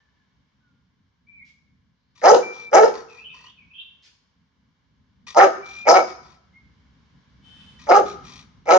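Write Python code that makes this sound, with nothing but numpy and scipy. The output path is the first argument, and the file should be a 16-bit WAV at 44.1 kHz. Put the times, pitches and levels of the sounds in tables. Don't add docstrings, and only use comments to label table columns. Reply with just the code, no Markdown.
import sys
import numpy as np
from scipy import signal
from scipy.fft import rfft, irfft, next_fast_len
from scipy.io import wavfile
from scipy.ndimage import uniform_filter1d, minimum_filter1d

SR = 44100
rng = np.random.default_rng(int(sys.argv[2]) if len(sys.argv) > 2 else 0)


def inscribe(sig):
    pcm = np.round(np.clip(np.atleast_2d(sig).T, -1, 1) * 32767)
    wavfile.write(sys.argv[1], SR, pcm.astype(np.int16))


N = 387198
TIME = np.arange(N) / SR

MURMUR_DB, BURST_DB, SWELL_S = -33, -9, 0.025
RELEASE_DB_PER_S, RELEASE_S = 431, 0.085
CATCH_SHARE, CATCH_S = 0.75, 0.029
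JAW_SHUT_S = 0.0047
RASP_ONSET_DB, RASP_FADE_DB_PER_S = 5, 76
RASP_FLICKER_DB = 3
CLIMB_CURVE = 1.7


def bark_gesture(t, attack, length, level_db, first_hz, top_hz, sag, opening, shut_s, rasp_db, dip_db):
    after = np.maximum(t - length, 0)
    climb = 1 - (1 - np.minimum(t / length, 1)) ** CLIMB_CURVE
    pitch = first_hz + (top_hz - first_hz) * climb - sag * after
    burst = (MURMUR_DB - BURST_DB) * (1 - np.minimum(t / attack, 1) ** 2)
    swell = BURST_DB * np.clip(1 - (t - attack) / SWELL_S, 0, 1)
    catch = np.exp(-((t - CATCH_SHARE * length) / CATCH_S) ** 2)
    level = level_db + burst + swell - dip_db * catch - RELEASE_DB_PER_S * after
    jaw = opening * .5 * (1 - np.tanh((t - shut_s) / JAW_SHUT_S))
    rasp = rasp_db + RASP_ONSET_DB - RASP_FADE_DB_PER_S * t
    return np.maximum(pitch, first_hz / 2), level, jaw, rasp


# centre_hz, width_hz (per pass), jaw_shut_db,
# jaw_open_db (added in proportion to the opening), rasp_share
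THROAT_RESONANCES = [(507.4, 170, 13, -20, 0.12), (805, 200, -6.5, 10, 0.017),
                     (1288, 120, -16, 12.5, 0.039), (1653, 340, -24.5, 7.5, 1), (2205, 260, -25, 3, 0.97),
                     (2824, 820, -28, 1.5, 0), (4080, 820, -30, -0.5, 0.0021), (5064, 710, -27, -2, 1),
                     (6310, 980, -25.5, 2, 0.33)]


def throat(source, jaw, rasp_db, patchy_db=3.0):
    voice = 0
    for k, (hz, width, shut_db, open_db, share) in enumerate(THROAT_RESONANCES):
        ringing = steady(resonate_twice(source, hz, width), size=800)
        flutter_db = (patchy_db + share * RASP_FLICKER_DB) * wobble(90, len(source))
        gain = from_db(shut_db + open_db * jaw + share * rasp_db + flutter_db)
        voice = voice + (-1) ** k * ringing * gain
    return voice


def bark(row, low_hz=300, core_db=-5.0, chest_db=-35, chest_hz=190):
    start, attack, length = row[:3]
    at = span(start, start + length + RELEASE_S)
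    size = len(at)
    pitch, level_db, jaw, rasp_db = bark_gesture(TIME[at] - start, *row[1:])
    rough = from_db(np.clip(rasp_db, -6, 6) / 2)
    jitter = .028 * wobble(120, size) + .022 * rough * wobble(400, size)
    cycles = np.cumsum(pitch * (1 + jitter)) / SR
    closures = np.diff(np.floor(cycles), prepend=0) * np.sqrt(SR / pitch)
    alternation = .27 * np.cos(np.pi * np.floor(cycles))
    pulses = closures * (1 + rough * (.3 * wobble(400, size) + alternation))
    turbulence = rms_one(rng.standard_normal(size) * (1 + 0.53 * np.cos(2 * np.pi * cycles)))
    source = pulses + .36 * rough * turbulence + .5 * cut(turbulence, 2600, "high")
    voice = steady(throat(source, jaw, rasp_db), size=400)
    core = (1 - jaw) ** 3 * np.sin(2 * np.pi * cycles) + jaw ** 2 * np.sin(4 * np.pi * cycles)
    core = core * from_db(3 * wobble(170, size)) / rough
    voice = cut(voice + from_db(core_db) * core, low_hz, "high", order=4)
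    voice = voice + from_db(chest_db) * rms_one(resonate_twice(turbulence, chest_hz, 180))
    out = np.zeros(N)
    out[at] = steady(voice, size=400) * from_db(level_db)
    return out


# start_s, attack_s, push_s (length of the push), level_db (before placing), first_pitch_hz,
# top_pitch_hz (before the sag), sag_hz_per_s (after the push), jaw_opening (0-1),
# jaw_shuts_s (after the start), rasp_db (before its onset and fade), dip_db (late in the push)
BARK_EVENTS = [(2.216, 0.023, .135, -7, 205.1, 480.9, 250, 0.6, .095, 1.5, 2.5),
               (2.714, 0.018, .13, -6.5, 214.8, 470.3, 608, .62, 0.13, 3.5, 8),
               (5.346, .022, 0.085, -3, 269.3, 398.5, 1496, .75, .11, 3, 5.5),
               (5.853, 0.019, .117, -7, 256.5, 374.2, 1800, .68, 0.16, 5, 7.5),
               (7.868, .025, .106, -7, 269.2, 413.6, 2000, 0.8, .118, 1.5, 5.5),
               (8.656, 0.03, 0.11, -9.5, 254, 383.7, 1500, .58, 0.18, 3.5, 2.5)]


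def barks():
    return sum(bark(row) for row in BARK_EVENTS)


# centre_hz, width_hz (per pass), level_db,
# throat_share (of the throatiness)
NOSE_RESONANCES = [(457, 250, -14.5, 0.94), (1020, 130, 3, 1.2), (1176, 120, 0.5, 0.73),
                   (1920, 150, -1.5, .7), (2420, 310, 0, 0.087), (3660, 1400, -4, 0.064),
                   (4430, 350, -6, 1), (5670, 620, -4.5, 0.079), (6700, 230, -8.5, 0)]
# start_s, length_s (until the flow has halved), level_db (at full flow, before placing),
# throatiness_db
SNUFF_EVENTS = [(2.15, 0.094, -57, -1.5), (2.521, 0.14, -52, -4), (2.928, 0.08, -43.5, 8.5),
                (3.081, 0.14, -57.5, 1), (3.321, .18, -53.5, 7.5), (5.266, .052, -39.5, -1.5),
                (5.638, 0.19, -49.5, -9.5), (6.07, 0.051, -45.5, 6), (6.211, 0.15, -59, 3),
                (7.786, 0.083, -52, -0.5), (8.054, 0.073, -44.5, -18), (8.23, 0.19, -48.5, -3.5)]
SNUFF_ATTACK_SHARE = .15
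SNUFF_RELEASE_S = 0.029


def snuffs(flutter_hz=50):
    out = np.zeros(N)
    for start, length, level_db, throat_db in SNUFF_EVENTS:
        at = span(start, start + 2 * length)
        t = TIME[at] - start
        flaps = np.cumsum(flutter_hz * np.exp(0.36 * wobble(60, len(at)))) / SR % 1
        air = rng.standard_normal(len(at)) * (1 - .5 * flaps) ** 2
        rush = 0
        for hz, width, db, share in NOSE_RESONANCES:
            rush = rush + resonate_twice(air, hz, width) * from_db(db + share * throat_db)
        build_up = np.minimum(t / (SNUFF_ATTACK_SHARE * length), 1)
        ebb = .5 * (1 - np.tanh((t - length) / SNUFF_RELEASE_S))
        out[at] += rms_one(rush) * from_db(level_db) * build_up * ebb
    return out


def whistle(row, waver, flutter_db):
    start, length, first_hz, last_hz, arch_hz, level_db, swell_db = row
    at, out = span(start, start + length), np.zeros(N)
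    along = np.linspace(0, 1, len(at))
    pitch = first_hz + (last_hz - first_hz) * along + arch_hz * np.sin(np.pi * along)
    phase = 2 * np.pi * np.cumsum(pitch * (1 + waver * wobble(500, len(at)))) / SR
    level = from_db(level_db + swell_db * (along - .5) + flutter_db * wobble(60, len(at)))
    out[at] = np.sqrt(2) * np.sin(phase) * level * signal.windows.tukey(len(at), .15)
    return out


# start_s, length_s, first_pitch_hz, last_pitch_hz, arch_hz,
# level_db (mid-note, before placing), swell_db (over the note)
WHINE_NOTES = [(2.417, .29, 2333, 2335, 22, -37, -7.5), (5.618, 0.29, 2318, 2422, 9.3, -39, 7.5)]


def whines():
    return sum(whistle(row, waver=.002, flutter_db=1.5) for row in WHINE_NOTES)


# start_s, length_s, first_pitch_hz, last_pitch_hz, arch_hz,
# level_db (mid-note, before placing), swell_db (over the note)
BIRD_NOTES = [(0, 0.069, 1766, 1700, 2, -74, -14), (0.168, 0.047, 1730, 1657, 0, -72, -15),
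              (0.598, 0.186, 1524, 1415, -51, -76, -11), (1.262, 0.17, 2296, 2117, 159, -51, 6),
              (3.078, 0.17, 2677, 2827, -330, -50, 0), (3.243, 0.0236, 3125, 3030, 0, -46, 0),
              (3.281, 0.031, 3020, 3530, 8, -49, -11), (3.274, 0.165, 2600, 2690, -54.5, -53, -12),
              (3.456, 0.045, 2990, 3556, -150, -48.5, 5), (3.568, 0.089, 2745, 2298, -200, -57, -6),
              (3.701, 0.11, 2440, 2792, 57.5, -46.5, 5), (3.737, 0.026, 3060, 3140, 0, -46, 0),
              (3.776, 0.033, 2860, 3510, 8, -42, -8), (1.92, .21, 4196, 4208, -0.5, -84, -1.5),
              (6.527, 0.086, 2052, 2080, 90, -58.5, -1)]


def bird():
    out = 0
    for row in BIRD_NOTES:
        hoarseness = 0.014 * (max(row[2:4]) / 2400) ** 3
        out = out + whistle(row, waver=hoarseness, flutter_db=3.5)
    return out


# start_s, level_db (before placing)
SWISH_EVENTS = [(1.44, -61.5), (4.018, -53)]
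# frequency_hz, level_db (relative)
SWISH_SPECTRUM = [(800, -18), (2500, 1.5), (4500, 3.5), (7000, -5), (10000, -34.5)]


def swishes(length_s=0.07):
    out = np.zeros(N)
    for start, level_db in SWISH_EVENTS:
        at = span(start, start + length_s)
        out[at] += from_db(level_db) * noise(SWISH_SPECTRUM, len(at)) * signal.windows.tukey(len(at), .5)
    return out


# start_s, length_s, level_db (before placing)
HISS_SWELLS = [(7.412, 0.23, -51.5), (7.577, .19, -52)]
# centre_hz, width_hz, level_db (relative)
HISS_RESONANCES = [(3063, 17.6, 6), (3470, 17, -2.5), (2630, 46, -14), (1300, 1800, -23.5),
                   (4500, 2800, -48)]


def ringing_hiss(fade_share=0.42, top_hz=6500):
    white, out = rng.standard_normal(N), np.zeros(N)
    tones = sum(from_db(db) * resonate(white, hz, width) for hz, width, db in HISS_RESONANCES)
    ringing = rms_one(cut(tones, top_hz, "low"))
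    for start, length, level_db in HISS_SWELLS:
        at = span(start, start + length)
        out[at] += from_db(level_db) * ringing[at] * signal.windows.tukey(len(at), fade_share)
    return out


# frequency_hz, level_db (relative)
RUMBLE_SPECTRUM = [(15, -49), (25, -26.5), (42, -13), (65, -1), (98, -4.5), (186, -4), (271, -8.5),
                   (331, -22.5), (464, -35), (500, -33), (650, -61.5), (1100, -120)]
AIR_SPECTRUM = [(240, -35.5), (400, -4), (723, -11), (1050, -1), (1260, -8.5), (1680, -3.5), (1880, -10),
                (2250, -5.5), (2510, -16), (3040, -7.5), (3470, -10.5), (5760, -16.5), (7160, -25),
                (9310, -51.5), (15800, -120)]
# time_s, rumble_db (before its flutter), air_db
BACKGROUND_LEVELS = [(0, -65.5, -71.5), (1, -66.5, -75.5), (2, -68, -76), (3.2, -61, -67.5),
                     (4.5, -70, -74), (5.2, -59.5, -73), (6.5, -58.5, -68), (7.4, -57.5, -65),
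                     (8.2, -50.5, -56.5), (8.78, -59, -70)]


def wide_noise(spectrum, side):
    return rms_one(noise(spectrum, N) + side * noise(spectrum, N) * [[1], [-1]])


def background():
    rumble_db, air_db = in_time(BACKGROUND_LEVELS, TIME)
    rumble = wide_noise(RUMBLE_SPECTRUM, .35)
    air = wide_noise(AIR_SPECTRUM, .8)
    return from_db(rumble_db + 2.3 * wobble(12, N)) * rumble + from_db(air_db) * air


# left_delay_s, right_delay_s, level_db
EARLY_REFLECTIONS = [(.0055, 0.0036, -19.5), (.0077, .0076, -24), (.0086, .0098, -18), (0.0131, 0.018, -22),
                     (0.0188, .0188, -22), (.0294, .0302, -14)]


def first_echoes(x):
    x = cut(x, 300, "high")
    out = np.zeros((2, N))
    for left_s, right_s, db in EARLY_REFLECTIONS:
        delayed = [np.interp(TIME - s, TIME, x, left=0) for s in (left_s, right_s)]
        out += from_db(db) * np.array(delayed)
    return out


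# frequency_hz, near_walls_t60_s, tail_t60_s
YARD_DECAY = [(197, 0.69, 1), (506, 0.2, 0.27), (1380, 0.15, 0.83), (2500, 0.12, 0.52), (6110, 0.09, 0.72),
              (12000, 0.48, 0.44)]


def courtyard(gap_s=0.0061, tail_db=-14.0, alike_hz=600):
    t = np.arange(SR) / SR
    edges, out = np.geomspace(100, 16000, num=12), 0
    white = rng.standard_normal((2, 2, SR))
    onset = np.clip(t / gap_s - 1, 0, 1)
    for k, (low, high) in enumerate(zip(edges, edges[1:])):
        hz = np.sqrt(low * high)
        mid, side = cut(white[k % 2], [low, high], "band")
        alike = .95 / (1 + (hz / alike_hz) ** 2)
        stereo = np.sqrt(1 + alike) * mid + np.sqrt(1 - alike) * side * [[1], [-1]]
        early = from_db(-60 * t / at_hz(YARD_DECAY, hz))
        tail = from_db(tail_db - 60 * t / at_hz(YARD_DECAY, hz, axis=2))
        out = out + rms_one(stereo * (early + tail) * onset) * np.sqrt(2 * (high - low)) / SR
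    return out


def place(x, walls, direct_db, echo_db):
    return from_db(direct_db) * x + from_db(echo_db) * signal.fftconvolve(x[None], walls, axes=1)[:, :N]


# frequency_hz, left_minus_right_db, left_lead_rad
PORT_DIFFERENCES = [(100, 0.5, 4.86), (290, 1.5, -1.73), (450, -1, 1.44), (600, -1, 0.98),
                    (776.2, -1.5, 1.05), (1030, 0.5, 1.03), (1260, 4.5, -1.47), (1580, -4, 2.1),
                    (1720, 2, 1.43), (2200, 4, -1.9), (2830, 4, -1), (3990, 7, -2), (5400, 9, -1),
                    (6723, 4.5, -1.5)]


def ports(x):
    size = next_fast_len(N + SR // 10)
    hz = np.arange(size // 2 + 1) * SR / size
    lead = at_hz(PORT_DIFFERENCES, hz, axis=2)
    half = from_db(at_hz(PORT_DIFFERENCES, hz) / 2) * np.exp(.5j * lead)
    return irfft(rfft(x, size) * np.array([half, 1 / half]), size)[:, :N]


def from_db(db):
    return 10 ** (np.asarray(db) / 20)


def rms_one(x):
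    return x / np.sqrt(np.mean(x ** 2) + 1e-20)


def steady(x, size):
    return x / np.sqrt(np.abs(uniform_filter1d(x ** 2, size=size)) + 1e-12)


def in_time(rows, t):
    s, *columns = np.transpose(rows)
    return [np.interp(t, s, c) for c in columns]


def at_hz(points, hz, axis=1):
    points = np.array(points)
    return np.interp(np.log(np.maximum(hz, 1)), np.log(points[:, 0]), points[:, axis])


def span(start, end):
    return np.arange(max(int(start * SR), 0), min(int(end * SR), N))


def wobble(rate, size):
    knots = rng.standard_normal(4096)
    return np.interp(np.arange(size) * rate / SR % 4095, np.arange(4096), knots) * np.sqrt(3 / 2)


def colour(x, spectrum):
    size = next_fast_len(x.shape[-1])
    gain = from_db(at_hz(spectrum, np.arange(size // 2 + 1) * SR / size))
    return irfft(rfft(x, size) * gain, size)[..., :x.shape[-1]]


def noise(spectrum, size):
    return rms_one(colour(rng.standard_normal(size), spectrum))


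def resonate(x, hz, width):
    r = np.exp(-np.pi * width / SR)
    feedback = [1, -2 * r * np.cos(2 * np.pi * hz / SR), r * r]
    return signal.lfilter(np.array([1, 0, -1]) * (1 - r * r) / 2, feedback, x)


def resonate_twice(x, hz, width):
    return resonate(resonate(x, hz, width), hz, width)


def cut(x, hz, kind, order=2):
    return signal.sosfilt(signal.butter(order, hz, kind, fs=SR, output="sos"), x)


def scene():
    walls = courtyard()
    voice = barks()
    barking = place(voice, walls, direct_db=2.0, echo_db=-3.5) + first_echoes(voice)
    whining = place(whines(), walls, direct_db=-2.0, echo_db=-13.5)
    snuffing = place(snuffs(), walls, direct_db=0.5, echo_db=-8.5)
    dog = ports(barking + whining + snuffing)
    far_sounds = bird() + swishes() + ringing_hiss()
    far_walls = courtyard(gap_s=0.0031, tail_db=-2.5)
    far = place(far_sounds, far_walls, direct_db=-7.5, echo_db=0.0)
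    return dog + far + background()


def record(dry, leak_db=-1.0, edge_hz=7200, cutoff_hz=16000):
    dull = signal.sosfilt(signal.ellip(8, .5, 60, edge_hz, fs=SR, output="sos"), dry)
    heard = dull + from_db(leak_db) * cut(dry, [8200, 10800], "band", order=2)
    allowed = 1 / np.maximum(np.abs(heard) / 1.05, 1)
    held = heard * uniform_filter1d(minimum_filter1d(allowed, size=220), size=220)
    rounded = held / (1 + held ** 16) ** (1 / 16)
    ends = signal.windows.tukey(N, .001)
    return cut(rounded * ends, cutoff_hz, "low", order=12)


dry = scene()
out = record(dry)
inscribe(out)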